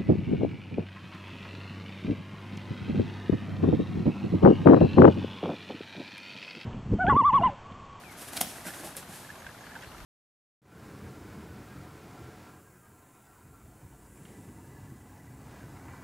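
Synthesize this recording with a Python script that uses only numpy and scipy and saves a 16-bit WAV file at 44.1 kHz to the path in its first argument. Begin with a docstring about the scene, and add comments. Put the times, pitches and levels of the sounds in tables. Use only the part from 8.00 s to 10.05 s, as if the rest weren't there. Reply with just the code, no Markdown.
"""Large birds take off from a garden lawn beside a swimming pool.
Each wing stroke rustles the feathers and pushes a puff of air; in the first hard beats the wings clap,
and air squeezed from under them knocks. Bubbles plip and lap in the pool, small birds whistle and
chirp far off, and a little wind reaches the microphone towards the end."""
import sys
import numpy as np
from scipy import signal
from scipy.fft import rfft, irfft
from scipy.io import wavfile

SR = 44100
rng = np.random.default_rng(int(sys.argv[2]) if len(sys.argv) > 2 else 0)


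def dump_mix(stems):
    """Bounce the given channels to the path in sys.argv[1] as a 16-bit WAV at rate SR."""
    frames = np.atleast_2d(stems).T  # one column per channel
    limited = np.clip(frames, -1, 1)  # hard clip at full scale
    pcm = np.round(limited * 32767).astype(np.int16)
    wavfile.write(sys.argv[1], SR, pcm)


N = 90404
TIME_S = np.arange(N) / SR
BINS_HZ = np.arange(N // 2 + 1) * SR / N

# Each row: peak time in seconds, rustle in dB, puff in dB, rise in seconds, fall in seconds.
WING_STROKES = [(0.126, -54, -60, 0.014, 0.023), (0.184, -50, -74, 0.0093, 0.015),
                (0.223, -45.5, -50, 0.019, 0.064), (0.289, -47.5, -71, 0.01, 0.013),
                (.334, -46, -47, 0.0062, 0.014), (0.381, -41.5, -44, 0.021, 0.026),
                (0.43, -42.5, -47.5, 0.016, .028), (0.506, -45.5, -60, 0.021, 0.039),
                (.575, -51.5, -53, 0.021, 0.13), (0.68, -41.5, -48, 0.017, 0.028),
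                (0.762, -49.5, -52, 0.022, 0.042), (0.801, -50, -48.5, 0.01, 0.019),
                (0.856, -44.5, -49, 0.015, 0.053), (.977, -41, -51.5, 0.0082, 0.022),
                (1.096, -61, -54, 0.0032, 0.015), (1.165, -49, -79, 0.054, 0.12)]
# Each row: frequency in Hz, relative density in dB.
RUSTLE_SPECTRUM = [(400, 0), (1500, -6.5), (2500, -2), (4500, -4), (7000, -2.5), (8700, 0), (10700, 0),
                   (13000, -3), (15500, -24)]
# Each row: frequency in Hz, relative density in dB.
PUFF_SPECTRUM = [(60, -44), (130, -5.5), (210, -5.5), (320, -4), (450, -9), (720, -4), (1050, -14),
                 (1600, -8.5), (3000, -31)]
# Each row: frequency in Hz, left-right correlation.
WING_CORRELATION = [(200, .999), (800, 0.98), (1600, 0.96), (3000, 0.98), (6000, 0.92), (10000, 1)]

def wing_strokes():
    """Each stroke swells a feather rustle and a low puff of air together."""
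    rustle = feathers(RUSTLE_SPECTRUM)
    puff = coloured(hiss(), PUFF_SPECTRUM, WING_CORRELATION)
    return sum(swell(s, rise_s, fall_s) * (from_db(rustle_db) * rustle + from_db(puff_db) * puff)
               for s, rustle_db, puff_db, rise_s, fall_s in WING_STROKES)


def feathers(spectrum):
    """Barbs slip over each other while air hisses through the vanes."""
    barbs = grains(per_s=5600, spread_db=2.5)
    return coloured(barbs + 0.75 * hiss(), spectrum, WING_CORRELATION)


# Each row: peak time in seconds, level in dB, treble lift in dB, rise in seconds, fall in seconds.
WING_CLAPS = [(0.3344, -35.5, -3, 0.0014, .0018), (0.3674, -31.5, -3, 0.0019, .0025),
              (0.3696, -28.5, -4.5, 0.00078, .0035), (.3746, -27.5, -7, 0.0008, 0.0041),
              (0.411, -40.5, 15.5, 0.0026, .002), (0.4123, -26.5, 3, 0.00017, 0.0015),
              (0.4137, -22.5, 0, 0.00092, 0.0019), (0.419, -30.5, 1.5, 0.00088, 0.0085)]
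# Each row: frequency in Hz, relative density in dB.
SLAP_SPECTRUM = [(500, -22), (1100, -2), (1500, -14), (2200, -2.5), (5500, -1.5), (7200, -4.5),
                 (8500, -1.5), (10500, 2), (13000, -4), (15500, -12)]

def wing_claps(treble_above_hz=6040):
    """Flight feathers meet in a quick run of slaps, each a few milliseconds long."""
    slap = feathers(SLAP_SPECTRUM)
    body = signal.sosfiltfilt(signal.butter(2, treble_above_hz, fs=SR, output="sos"), slap)
    treble = slap - body
    return sum(from_db(db) * swell(s, rise_s, fall_s) * (body + from_db(lift_db) * treble)
               for s, db, lift_db, rise_s, fall_s in WING_CLAPS)


# Each row: peak time in seconds, pitch in Hz, level in dB, rise in seconds, fall in seconds.
WING_AIR_PULSES = [(.323, 263, -43, .003, .004), (.335, 740, -39, 0.0017, 0.0016),
                   (.3665, 232, -37, 0.0021, 0.0025), (.3735, 700, -36.5, 0.0027, 0.0033),
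                   (.379, 217, -40.5, 0.0024, .005), (.4122, 713, -23.5, 0.00098, 0.0047),
                   (.4165, 254, -30.5, 0.0017, 0.0039), (.431, 700, -34, 0.00067, 0.005),
                   (.4455, 205, -38, 0.0022, 0.0074), (.474, 219, -36.5, 0.0026, 0.0027),
                   (.657, 625, -41.5, .004, 0.0063), (.6665, 219, -35.5, .003, .007),
                   (.683, 198, -38, 0.0033, 0.006), (.802, 299, -44, 0.0042, 0.015),
                   (.836, 695, -39.5, 0.0021, 0.0054), (.847, 320, -37.5, 0.0047, 0.0045),
                   (.85, 640, -38.5, .003, 0.0037), (.861, 804, -56, 0.0034, .004),
                   (.864, 199, -43, 0.0061, 0.0073), (.875, 819, -41.5, 0.0027, 0.013),
                   (.895, 215, -45, .004, 0.0045), (1.1, 183, -46.5, 0.0051, 0.013)]

def trapped_air(turbulence=0.25):
    """Air forced from under the wings knocks and whumps; the size of the pocket sets the pitch."""
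    out = 0
    for s, hz, db, rise_s, fall_s in WING_AIR_PULSES:
        eddies = unit_rms(resonate(hiss()[0], hz, hz / 2))
        pressure = np.sin(2 * np.pi * hz * (TIME_S - s)) + turbulence * eddies
        out += from_db(db) * swell(s, rise_s, fall_s) * pressure
    return out


def quill_flick(peak_s=0.9686, level_db=-32.5):
    """One quill slides past another with a very short, high zip."""
    band = resonate(hiss()[0], hz=10380, width_hz=630)
    zip_tone = unit_rms(np.cos(np.angle(signal.hilbert(band))))  # constant amplitude
    return from_db(level_db) * zip_tone * swell(peak_s, rise_s=0.0014, fall_s=0.0014)


# Each row: frequency in Hz, relative gain in dB.
ECHO_SPECTRUM = [(100, -7), (300, 0.5), (700, -2), (1500, -4), (3000, 0.5), (6000, 0.5), (11000, -5),
                 (16000, -2)]
# Each row: frequency in Hz, left-right correlation.
ECHO_CORRELATION = [(200, .998), (800, 0.89), (3000, .55), (6000, 0.42), (10000, 0.73)]

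def reflections(x, level_db=-11, delay_s=0.011, t60_s=0.4):
    """Paving, fence and palms scatter back a short, weak wash."""
    decay = np.exp(-np.log(1000) * TIME_S / t60_s) * (TIME_S > delay_s)
    tail = coloured(hiss(), ECHO_SPECTRUM, ECHO_CORRELATION) * decay
    tail /= np.sqrt(np.sum(tail ** 2) / 2)
    return from_db(level_db) * signal.fftconvolve(x, tail, axes=1)[:, :N]


# Each row: start in seconds, bubble in dB, pitch in Hz, ring decay in seconds, splash in dB.
POOL_PLIPS = [(.583, -43, 1900, .003, -64), (.652, -40, 1900, 0.0034, -52), (.654, -44, 1530, 0.0078, -66),
              (.668, -37, 1530, 0.0078, -46), (.683, -39, 1410, .005, -43),
              (.691, -39.5, 1660, 0.0053, -50), (.704, -41, 1670, 0.009, -56),
              (.738, -49, 1446, 0.0042, -42), (.951, -39, 1614, 0.0032, -49),
              (1.028, -57, 1850, 0.0018, -43.5), (1.122, -45.5, 1590, .004, -65),
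              (1.137, -47, 1660, 0.0064, -65), (1.157, -45, 1650, .004, -55), (1.247, -43, 1670, .005, -69),
              (1.291, -41, 1595, .005, -69), (1.302, -34, 1680, 0.0042, -56), (1.357, -43, 1016, 0.01, -51),
              (1.445, -43, 1690, .005, -59), (1.4659, -34.5, 1527, 0.0056, -43.5),
              (1.491, -38.5, 1640, 0.0024, -64), (1.6405, -43, 1630, .003, -55),
              (1.6675, -42, 1640, .003, -48), (1.7178, -41.5, 1670, 0.0061, -58),
              (1.754, -36, 1645, 0.0053, -45), (1.7607, -34.5, 1487, 0.0052, -69),
              (1.764, -39, 856, 0.006, -67), (1.8225, -46, 3190, .002, -46), (1.827, -45, 1400, .0015, -48),
              (1.832, -39, 1850, 0.001, -52), (1.838, -50, 2830, .0015, -58),
              (1.8435, -43, 1580, .002, -52), (1.846, -46, 2650, .0015, -62),
              (1.918, -46, 2820, .0015, -50), (1.9457, -41, 1300, 0.0063, -63),
              (1.982, -57, 1930, .002, -46), (2.0028, -45, 1440, .003, -47)]
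# Each row: frequency in Hz, relative density in dB.
SPLASH_SPECTRUM = [(600, -9), (1600, 4), (2600, -0.5), (4500, -10), (8000, -14), (14000, -40)]
# Splashes and garden air. Each row: frequency in Hz, left-right correlation.
AMBIENT_CORRELATION = [(60, 1), (400, 0.99), (1000, 0.88), (2500, 0.58), (5000, 0.33), (12000, 0.83)]

def water_plips(rise_s=0.00087, glide_per_s=5.8, fizz=0.049, tick_s=0.0049):
    """The surface breaks with a tick and a bubble rings, rising in pitch, with a little fizz."""
    splash = coloured(hiss(), SPLASH_SPECTRUM, AMBIENT_CORRELATION)
    out = 0
    for s, bubble_db, hz, ring_s, splash_db in POOL_PLIPS:
        age_s = np.clip(TIME_S - s, 0, 10 * ring_s)
        ring = np.sin(2 * np.pi * hz * age_s * (1 + glide_per_s * age_s / 2)) + fizz * splash
        bubble = pan(left_db=-2) * ring * swell(s + 2 * rise_s, rise_s, ring_s)
        tick = splash * swell(s, tick_s / 10, tick_s)
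        out += from_db(bubble_db) * bubble + from_db(splash_db) * tick
    return out


# Each row: bubble pitch in Hz, relative level in dB.
LAP_BUBBLES = [(700, -11), (1000, -13), (1600, 1), (2400, -8), (4500, -18), (7000, -20)]
# Each row: time in seconds, level in dB.
LAP_LEVELS = [(0, -58), (.6, -54.5), (1.1, -57.5), (1.36, -57), (1.54, -55.5), (1.85, -54), (2.05, -60.5)]

def lapping(bubbles_per_s=450, q=8.6, pan_db=4.5):
    """Small bubbles of many sizes burst at random along the pool's edge, to either side."""
    pitches_hz = np.geomspace(LAP_BUBBLES[0][0], LAP_BUBBLES[-1][0], 20)
    bubbles = 0
    for hz in pitches_hz:
        bursts = grains(bubbles_per_s / len(pitches_hz), spread_db=0.5)
        bubbles += from_db(at_hz(LAP_BUBBLES, hz)) * unit_rms(resonate(bursts, hz, hz / q))
    right, left = bubbles
    return envelope(LAP_LEVELS) * unit_rms(pan(-pan_db) * right + pan(pan_db) * left)


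# Each row: time in seconds, pitch in Hz, level in dB.
WHISTLE_CONTOUR = [(.04, 2720, -62), (.048, 2540, -57), (0.071, 2350, -57), (.096, 2240, -58),
                   (0.124, 2075, -57), (.134, 2100, -65), (.16, 1990, -74)]

def far_whistle(wobble_rms_hz=55):
    """A distant bird gives one thin, slightly unsteady falling whistle."""
    s, hz, db = np.transpose(WHISTLE_CONTOUR)
    wobble_hz = wobble_rms_hz * unit_rms(resonate(hiss()[0], hz=120, width_hz=120))
    pitch_hz = np.interp(TIME_S, s, hz) + wobble_hz
    tone = unit_rms(np.sin(2 * np.pi * np.cumsum(pitch_hz) / SR))
    gate = (TIME_S > s[0]) & (TIME_S < s[-1])
    return tone * from_db(np.interp(TIME_S, s, db)) * gate


# Each row: peak time in seconds, pitch in Hz, level in dB.
BIRD_CHIRPS = [(1.411, 6530, -61), (1.62, 6550, -65), (1.66, 4500, -63), (1.815, 6400, -66),
               (1.885, 4300, -61)]

def far_chirps(width_hz=380):
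    """Small birds call in thin high notes, blurred by distance."""
    out = 0
    for s, hz, db in BIRD_CHIRPS:
        band = resonate(hiss()[0], hz, width_hz)
        note = unit_rms(resonate(band, hz, width_hz))
        out += from_db(db) * swell(s, rise_s=0.018, fall_s=0.018) * note
    return out


# Each row: time in seconds, level in dB.
GUST_LEVELS = [(1.41, -77), (1.47, -55), (1.55, -78), (1.7, -100), (1.88, -50), (1.94, -61), (2.03, -47.5)]
# Each row: frequency in Hz, relative density in dB.
GUST_SPECTRUM = [(25, -34), (45, 7), (85, 9.5), (160, 2.5), (400, -38)]
# Each row: frequency in Hz, left-right correlation.
GUST_CORRELATION = [(40, 1), (150, 0.88)]

def wind_gusts():
    """Light wind rumbles on the microphone."""
    return envelope(GUST_LEVELS) * coloured(hiss(), GUST_SPECTRUM, GUST_CORRELATION)


# Each row: frequency in Hz, relative density in dB.
GARDEN_SPECTRUM = [(25, -18), (40, -11.5), (70, -2.5), (130, -1), (260, -2.5), (450, -8), (750, -4.5),
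                   (1100, -7.5), (1600, -12), (2400, -17), (4000, -18.5), (7000, -22.5), (11000, -23),
                   (14000, -24.5), (15500, -136)]

def garden_air(level_db=-49):
    """A steady outdoor hush."""
    return from_db(level_db) * coloured(hiss(), GARDEN_SPECTRUM, AMBIENT_CORRELATION)


# Each row: frequency in Hz, relative density in dB.
MIC_NOISE_SPECTRUM = [(25, 6), (60, -29), (150, -29), (400, 17), (1500, 8), (6000, 7), (14000, -15),
                      (15500, -40)]

def mic_noise(level_db=-79):
    """Each microphone adds its own faint rumble and hiss."""
    return from_db(level_db) * coloured(hiss(), MIC_NOISE_SPECTRUM, correlation=[(1, 0.017)])


def from_db(db):
    """Decibels to gain."""
    return 10 ** (np.asarray(db) / 20)


def unit_rms(x):
    """Scale to unit power."""
    return x / np.sqrt(np.mean(x ** 2) + 1e-20)


def at_hz(points, hz):
    """Read a table on a log-frequency axis."""
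    points_hz, values = np.transpose(points)
    return np.interp(np.log(hz + 1e-3), np.log(points_hz), values)


def envelope(levels):
    """Gain over time from rows of seconds and dB."""
    return from_db(np.interp(TIME_S, *np.transpose(levels)))


def swell(peak_s, rise_s, fall_s):
    """Gaussian rise, exponential fall."""
    t = TIME_S - peak_s
    return np.exp(np.where(t < 0, -0.5 * (t / rise_s) ** 2, -np.abs(t / fall_s)))


def hiss():
    """Two independent white noises."""
    return rng.standard_normal((2, N))


def grains(per_s, spread_db):
    """Two random click trains of uneven strength."""
    size = from_db(spread_db * np.minimum(rng.exponential(1, (2, N)), 5))
    return unit_rms(size * np.sign(hiss()) * (rng.random((2, N)) < per_s / SR))


def resonate(x, hz, width_hz):
    """One resonance with unit peak gain."""
    r = np.exp(-np.pi * width_hz / SR)
    feedforward = np.array([1, 0, -1]) * (1 - r * r) / 2
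    feedback = [1, -2 * r * np.cos(2 * np.pi * hz / SR), r * r]
    return signal.lfilter(feedforward, feedback, x + 1e-18)


def coloured(pair, spectrum, correlation):
    """Shape two independent signals as mid and side; return left and right at unit rms."""
    low_rolloff = np.minimum(BINS_HZ / spectrum[0][0], 1) ** 2
    gain = from_db(at_hz(spectrum, BINS_HZ)) * low_rolloff
    alike = np.clip(at_hz(correlation, BINS_HZ), 0, 1)
    mid, side = irfft(rfft(pair) * gain * np.sqrt([1 + alike, 1 - alike]), N)
    return unit_rms(np.array([mid + side, mid - side]))


def pan(left_db):
    """Channel gains for a left-minus-right level."""
    return from_db(np.array([[left_db], [-left_db]]) / 2)


def lean(x, balance, left_lag_us=3.8):
    """Tilt the left-right balance by frequency and delay the left side."""
    gain = from_db(at_hz(balance, BINS_HZ) / 2)
    lag = np.exp(-2j * np.pi * BINS_HZ * left_lag_us / 1e6)
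    return irfft(rfft(x) * np.array([gain * lag, 1 / gain]), N)


# Each row: frequency in Hz, left minus right in dB.
WING_PAN = [(700, -0.5), (1600, 1.5), (3000, 0.5), (6000, .2), (12000, 0)]
# Each row: frequency in Hz, left minus right in dB.
GARDEN_PAN = [(700, 0), (1500, -1), (3000, 3), (6000, 3), (12000, 0)]

def scene():
    """Wings with their reflections, over the pool and the garden."""
    wings = wing_strokes() + wing_claps() + trapped_air() + quill_flick()
    wings = lean(wings + reflections(wings), WING_PAN)
    garden = wind_gusts() + garden_air() + far_chirps() + pan(left_db=7.5) * far_whistle()
    return wings + lean(garden, GARDEN_PAN) + water_plips() + lapping() + mic_noise()


def record(dry):
    """A steep low-pass cuts the top."""
    cutoff_hz = 15600
    return signal.sosfilt(signal.ellip(10, 0.1, 80, cutoff_hz, fs=SR, output="sos"), dry)


dry = scene()
out = record(dry)
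dump_mix(out)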